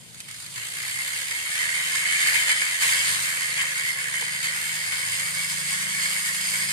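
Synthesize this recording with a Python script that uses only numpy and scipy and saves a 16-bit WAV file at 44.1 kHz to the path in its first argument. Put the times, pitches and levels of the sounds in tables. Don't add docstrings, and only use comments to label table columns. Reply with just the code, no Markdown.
import sys
import numpy as np
from scipy import signal
from scipy.fft import rfft, irfft, next_fast_len
from scipy.io import wavfile
from scipy.ndimage import uniform_filter1d, map_coordinates

SR = 44100
rng = np.random.default_rng(int(sys.argv[2]) if len(sys.argv) > 2 else 0)


def dump(signal):
    limited = np.clip(np.atleast_2d(signal).T, -1, 1)
    pcm = np.round(limited * 32767).astype(np.int16)
    wavfile.write(sys.argv[1], SR, pcm)


N = 296352
FFT_SIZE = next_fast_len(N + SR // 2)


def amp(db):
    return 10 ** (np.asarray(db) / 20)


def unit_rms(x):
    return x / np.sqrt(np.mean(x ** 2) + 1e-20)


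def curves(rows):
    time_s, *columns = np.transpose(rows)
    return [np.interp(np.arange(N) / SR, time_s, column) for column in columns]


def wobble(rate_hz):
    knots = rng.standard_normal(int(N * rate_hz / SR) + 4)
    return map_coordinates(knots, [np.arange(N) * rate_hz / SR])


def filtered(x, response):
    hz = np.fft.rfftfreq(FFT_SIZE, 1 / SR)
    return irfft(rfft(x, FFT_SIZE) * response(hz), FFT_SIZE)[..., :N]


def shaped(x, spectrum):
    freq_hz, *gains_db = np.transpose(spectrum)
    return filtered(x, lambda hz: amp([np.interp(np.log1p(hz), np.log1p(freq_hz), g) for g in gains_db]))


# time_s, rotation_hz
SHAFT_SPEED = [(0, 38), (0.2, 47), (0.5, 51.2), (0.8, 63), (1.4, 77.5), (2.0, 85), (3.2, 89.5), (3.8, 75.1),
               (4.15, 70.8), (4.4, 73.1), (5.3, 92.3), (5.9, 100.2), (6.72, 107.7)]
def bite(runout):
    speed_hz, = curves(SHAFT_SPEED)
    turns = np.cumsum(speed_hz * (1 + 0.00988 * wobble(15))) / SR
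    strength = amp(0.7 * rng.standard_normal(int(turns[-1]) + 2))[turns.astype(int)]
    skim = np.clip(78 / speed_hz, 0, 1.15) ** 2 * np.clip((speed_hz - 40) / 22, 0.3, 1)
    high_spot = strength * skim * np.exp(2.2 * (-np.cos(2 * np.pi * turns) - 1))
    unsteady_hand = amp(0.51 * wobble(23) + 0.5 * wobble(40))
    force = (1 + np.array(runout)[:, None] * high_spot) * unsteady_hand
    running_rms = np.sqrt(np.abs(uniform_filter1d(force ** 2, SR // 8, axis=1)))
    knocks = strength * skim * np.diff(np.floor(turns + 0.5), prepend=0)
    return force / running_rms, knocks


def chips(spiky_db, diffuse_share):
    noise = rng.standard_normal((3, N))
    size = amp(spiky_db * np.clip(rng.standard_normal(N), -2, 2))
    direct, left, right = unit_rms(noise * size)
    return np.sqrt(1 - diffuse_share) * direct + np.sqrt(diffuse_share) * np.array([left, right])


# time_s, depth_fraction
BIT_DEPTH = [(0, 0.15), (1, 0.25), (2, 0.19), (3, 0.3), (4, 0.41), (4.85, 0.33), (5.0, 0.78), (5.9, 0.96),
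             (6.1, 1), (6.25, 0.97), (6.72, 0.93)]
def bit_depth():
    return curves(BIT_DEPTH)[0]


def ringing(drive, modes, waver_db):
    hz, spectrum = np.fft.rfftfreq(FFT_SIZE, 1 / SR), rfft(drive, FFT_SIZE)
    depth, out = bit_depth(), 0
    for k, (pitch_hz, width_hz, left_db, right_db, left_lead_rad, deep_gain_db) in enumerate(modes):
        damping = 1j * hz * width_hz
        resonance = (-1) ** k * (damping / (pitch_hz ** 2 - hz ** 2 + damping)) ** 2
        pattern = np.array([[amp(left_db) * np.exp(1j * left_lead_rad)], [amp(right_db)]])
        mode = irfft(spectrum * resonance * pattern, FFT_SIZE)[:, :N]
        out = out + amp(deep_gain_db * depth + waver_db * wobble(7)) * mode
    return out


# pitch_hz, width_hz, left_db, right_db, left_lead_rad, deep_gain_db
CASTING_MODES = [(479, 82, -30.5, -36.5, 1, 5), (545, 69, -31, -33, 1.1, 9.5),
                 (689, 154, -43, -24.5, 2, -3.5), (1002, 103, -20, -22, -2.1, -5),
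                 (1088, 78, -19, -35, 1.3, 9), (1234, 74, -22.5, -29, 0.36, 2.5),
                 (1412, 126, -20, -18, 4, 3), (1540, 105, -12.5, -11, 3.5, 1), (1729, 124, -20, -4, 2, 1),
                 (1930, 135, -3.5, -0.5, 2, -0.5), (2110, 83, 3, 1.5, 3.5, -1.5),
                 (2210, 163, -2.5, -10.5, 1, 5.5), (2404, 53, -1, -8.5, 3.5, -4),
                 (2707, 87, -11.5, -12.5, 0, -9), (3065, 86, -3, -6, -2, -3.5),
                 (2077, 725, -6.5, -19, 3.5, 2)]
def casting_ring(pressure, force, knocks, jolts):
    dull_knocks = amp(29.5) * filtered(knocks, lambda hz: 1 / (1 + 1j * hz / 900))
    chip_drive = (pressure * force + jolts) * chips(spiky_db=4, diffuse_share=0.24)
    return ringing(chip_drive + pressure * dull_knocks, CASTING_MODES, waver_db=0.85)


# pitch_hz, width_hz, left_db, right_db, left_lead_rad, deep_gain_db
WALL_MODES = [(2190, 200, -5, -3, 1.5, -2), (3100, 115, -6, -1.5, -3, -4),
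              (3326, 150, -6.5, -7.5, -1.5, -1), (4216, 200, -14.5, -11.5, 1.1, 4.5),
              (5890, 130, -13, -12, -2.5, 6), (3820, 340, -7, -12, 2.5, -6), (4542, 450, -14, -5.5, 1, 1),
              (5000, 223, -10.5, -11, 0.6, 8.5), (6250, 300, -14, -16, -2.4, 0),
              (7385, 450, -18, -8, 1.5, -0.5), (8416, 164, -18.5, -9, 2, 13),
              (8990, 160, -5.5, -5, 1.3, 4.5), (9900, 340, -5.5, -14, 2.5, -2)]
# freq_hz, left_db, right_db
RASP_SPECTRUM = [(295, -28, -52), (910, -18, -10.5), (2520, -5.5, -5), (2920, -4, -3.5), (4880, -7, -7),
                 (5800, -12, -9.5), (6660, -6, -3.5), (8600, -4, -2.5), (10000, -3, -5), (10170, -7, -10.5),
                 (9970, -10, -8), (11320, -10.5, -11.5), (13400, -17, -19), (14100, -11, -23)]
def chip_rasp(pressure, force, jolts):
    grit = pressure * force * amp(0.56 * wobble(21.98)) + jolts
    walls = amp(3) * ringing(grit * chips(spiky_db=6.5, diffuse_share=0.29), WALL_MODES, waver_db=2)
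    bright = walls + shaped(grit * chips(spiky_db=1.5, diffuse_share=1), RASP_SPECTRUM)
    scrape = filtered(bright, lambda hz: 1 / (1 + (hz / 5800) ** 12))
    fizz = filtered(bright, lambda hz: 1 / (1 + (10300 / (hz + 1)) ** 30))
    middle = bright - scrape - fizz
    depth, scrape_deep_db, fizz_deep_db = bit_depth(), -1.5, 1
    scrape_gain = amp(scrape_deep_db * depth)
    fizz_gain = amp(fizz_deep_db * depth + 1.1 * wobble(4.7))
    return scrape_gain * scrape + middle + fizz_gain * fizz


def ragged_spectrum(x, patchy_db):
    spectra = signal.stft(x, nperseg=1024)[2]
    patches = uniform_filter1d(rng.standard_normal(spectra.shape[1:]), size=3, axis=0)
    patches = uniform_filter1d(patches, size=5, axis=1)
    return signal.istft(spectra * amp(patchy_db * unit_rms(patches)), nperseg=1024)[1][:, :N]


# time_s, casting_db, rasp_db
CUTTING_DRIVE = [(0, -41, -40.5), (0.34, -36, -33.5), (0.535, -45, -30), (0.565, -18.5, -27),
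                 (0.7, -23, -27), (0.82, -16.5, -24.5), (1.35, -16, -23), (1.46, -17, -24),
                 (1.58, -11, -21), (1.92, -10, -20.5), (2.36, -5, -17), (2.8, -12, -21), (3.3, -16, -24.5),
                 (4.1, -15.5, -25), (4.7, -14, -23.5), (5.1, -15, -22.5), (5.7, -16.5, -21),
                 (6.72, -14.5, -19.5)]
def grinder():
    casting_pressure, rasp_pressure = amp(curves(CUTTING_DRIVE) + digs())
    (casting_force, rasp_force), knocks = bite(runout=[1.1, 0.6])
    casting_jolts, rasp_jolts = catches()
    ring = casting_ring(casting_pressure, casting_force, knocks, casting_jolts)
    rasp = chip_rasp(rasp_pressure, rasp_force, rasp_jolts)
    return ragged_spectrum(ring + rasp, patchy_db=1.98)


# time_s, firing_hz
FIRING_RATE = [(0, 28.5), (0.75, 28.3), (1.15, 23.5), (1.7, 22.7), (2.75, 22.4), (3.1, 24.1), (3.55, 25.2),
               (4.6, 25.9), (5.15, 27.4), (5.9, 28), (6.72, 28)]
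# time_s, h4_db, h5_db, h6_db, h7_db, h8_db
EXHAUST_HARMONICS = [(0.0, -66, -69, -59, -71, -64), (0.69, -59, -60, -68, -82, -78),
                     (1.1, -72, -60, -71, -66, -78), (1.57, -68, -75, -78, -69, -75),
                     (1.91, -75, -74, -66, -56, -73), (2.3, -75, -83, -58, -64, -69),
                     (2.75, -75, -70, -70, -66, -72), (3.1, -67, -53, -62, -56, -61),
                     (3.67, -66, -68, -56, -67, -77), (4.32, -67, -57, -55.5, -63, -61.5),
                     (4.73, -61, -74, -54, -77, -64), (5.05, -55, -58, -57.5, -66, -80),
                     (5.4, -60, -56.5, -50, -64, -82), (5.9, -69, -52, -55.5, -52, -78),
                     (6.25, -69, -60.5, -55, -56.5, -78), (6.72, -62, -47.5, -58, -49.5, -78)]
# freq_hz, gain_db
RUMBLE_SPECTRUM = [(15, -62), (25, -41), (81, -3), (98, -4.5), (123, 3.5), (166, 0), (188, -9), (260, -11),
                   (340, -9), (570, -120)]
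# time_s, level_db
RUMBLE_ENVELOPE = [(0, -59.5), (1, -58.5), (2, -58.5), (3, -58), (4, -58.5), (5, -60), (6, -61.5),
                   (6.72, -63)]
def engine():
    (firing_hz,), (rumble_db,) = curves(FIRING_RATE), curves(RUMBLE_ENVELOPE)
    phase = 2 * np.pi * np.cumsum(firing_hz * (1 + 0.0019 * wobble(16))) / SR
    drone = 0
    for k, level_db in enumerate(curves(EXHAUST_HARMONICS), start=4):
        peak = np.sqrt(2) * amp(level_db + wobble(9.2))
        drone = drone + peak * np.sin(k * phase + rng.uniform(0, 2 * np.pi))
    rumble = unit_rms(shaped(rng.standard_normal((2, N)), RUMBLE_SPECTRUM))
    left_rumble, right_rumble = amp(rumble_db) * rumble
    return (drone + left_rumble) * amp([[4.5], [-10.5]]) + right_rumble * amp([[-20], [-12]])


# freq_hz, gain_db
MURMUR_SPECTRUM = [(150, -67), (250, -5.5), (357, 5), (463, 7.5), (572, 7.5), (2210, -10), (2500, -3),
                   (3250, -49), (5500, -120)]
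def workshop():
    both, left, right = unit_rms(shaped(rng.standard_normal((3, N)), MURMUR_SPECTRUM))
    return amp(-63 + 1.7 * wobble(3.93)) * (both + 0.72 * np.array([left, right]))


# start_s, casting_db, rasp_db
EDGE_CATCHES = [(0.1445, -28, -26.5), (0.2036, -15, -18), (0.287, -19.5, -28), (0.3115, -29, -19.5),
                (0.3414, -12, -38), (0.402, -24.5, -29), (0.463, -22, -25), (0.5594, -23, -28.5),
                (0.579, -17, -30), (0.6194, -11.5, -38), (0.827, -10.5, -22), (1.078, -2, -18),
                (1.311, 5, -23), (1.5778, -20, -22), (1.953, -11.5, -12), (2.1246, -5, -15),
                (2.2712, -6.5, -10), (2.386, -0.6, -29), (2.4936, 1, -15), (2.516, 4, -11),
                (2.615, 9, -18.5), (2.823, -7, -31), (3.0894, -10, -21.5), (3.3674, -15.5, -26),
                (3.6123, -7.5, -17.5), (3.7534, -5, -30), (3.778, -8, -19), (4.212, -1.1, -20),
                (4.2812, 2, -28), (4.448, -3, -24), (4.92, 2, -24), (5.1975, -3, -23), (6.0564, 4, -21.5),
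                (6.4105, -4, -13.5)]
def catches():
    jolts, t = np.zeros((2, N)), np.arange(SR // 20) / SR
    soft = amp(-60 * t / 0.018) * (1 - np.exp(-t / 0.0018))
    sharp = soft + amp(-2.5 - 60 * t / 0.005)
    for start_s, casting_db, rasp_db in EDGE_CATCHES:
        jolts[:, round(start_s * SR):][:, :len(t)] += amp([[casting_db], [rasp_db]]) * [soft, sharp]
    return jolts


# start_s, level_db
STEEL_TICKS = [(0.2045, -36), (0.463, -40), (1.078, -26)]
def steel_ticks(rise_s=0.0015, t60_s=0.035, highpass_hz=11500):
    t, envelope = np.arange(N) / SR, 0
    for start_s, level_db in STEEL_TICKS:
        age_s = np.maximum(t - start_s, 0)
        envelope = envelope + amp(level_db - 60 * age_s / t60_s) * np.minimum(age_s / rise_s, 1)
    bursts = envelope * rng.standard_normal((2, N))
    return filtered(bursts, lambda hz: 1 / (1 + (highpass_hz / (hz + 1)) ** 8))


# peak_s, casting_db, rasp_db, fade_s
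HAND_DIGS = [(0.286, 11, 1.5, .1), (0.462, 13, -0.5, .04), (2.28, 0, 1, .08), (2.49, 2.5, 3, 0.034),
             (2.822, 8, 7, 0.9), (3.09, 0, 2.5, 0.066), (3.58, 7, 1.5, 0.07), (3.78, 2.5, -0.5, 0.18),
             (4.141, 3.5, 1.5, 0.043), (4.44, 4, 2, 0.037), (4.93, 2, 2, .1), (5.13, 2, 1.5, 0.023),
             (5.2, 2.5, 2, 0.02), (5.35, 1, 1.5, 0.11), (5.7, 3.5, 0.5, 0.15), (5.98, 3.5, 0.5, 0.27),
             (6.4, 3.5, -2, 0.023), (6.538, 7, 1.5, 0.019), (6.6, 4.5, -0.5, 0.024)]
def digs(rise_s=0.022, ease_s=0.058, ease_share=0.13):
    gain_db, t = np.zeros((2, N)), np.arange(N) / SR
    for peak_s, casting_db, rasp_db, fade_s in HAND_DIGS:
        rise = np.clip((t - peak_s) / rise_s + 1, 0, 1)
        push = rise * np.exp(-np.maximum(t - peak_s, 0) / fade_s)
        ease = (1 - rise) * ease_share * np.exp(np.minimum(t - peak_s, 0) / ease_s)
        gain_db += np.array([[casting_db], [rasp_db]]) * (push - ease)
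    return gain_db


# start_s, level_db, pitch_hz, left_over_right_db, knock_over_tap_db
CAMERA_BUMPS = [(3.638, -27, 1000, -6, -14), (4.213, -36, 520, -10, -10), (4.224, -29, 950, -10, 0),
                (4.272, -42, 330, -6, -10)]
def camera_bumps(knock_hz=470):
    out, t = np.zeros((2, N)), np.arange(SR // 20) / SR
    for start_s, level_db, pitch_hz, pan_db, knock_db in CAMERA_BUMPS:
        knock = amp(knock_db - 60 * t / 0.033) * np.sin(2 * np.pi * knock_hz * t)
        knock *= 1 - np.exp(-t / 0.0062)
        tap = amp(-60 * t / 0.016) * np.sin(2 * np.pi * pitch_hz * t)
        tap *= 1 - np.exp(-t / 0.0005)
        gains = amp([[level_db + pan_db / 2], [level_db - pan_db / 2]])
        out[:, round(start_s * SR):][:, :len(t)] += gains * (knock + tap)
    return out


def scene():
    return grinder() + engine() + workshop() + steel_ticks() + camera_bumps()


def record(dry):
    ceiling, limit_hz = 0.5, 14280
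    rounded = dry / (1 + np.abs(dry / ceiling) ** 4) ** (1 / 4)
    return filtered(rounded, lambda hz: 1 / (1 + np.minimum(hz / limit_hz, 1.5) ** 600))


dry = scene()
out = record(dry)
dump(out)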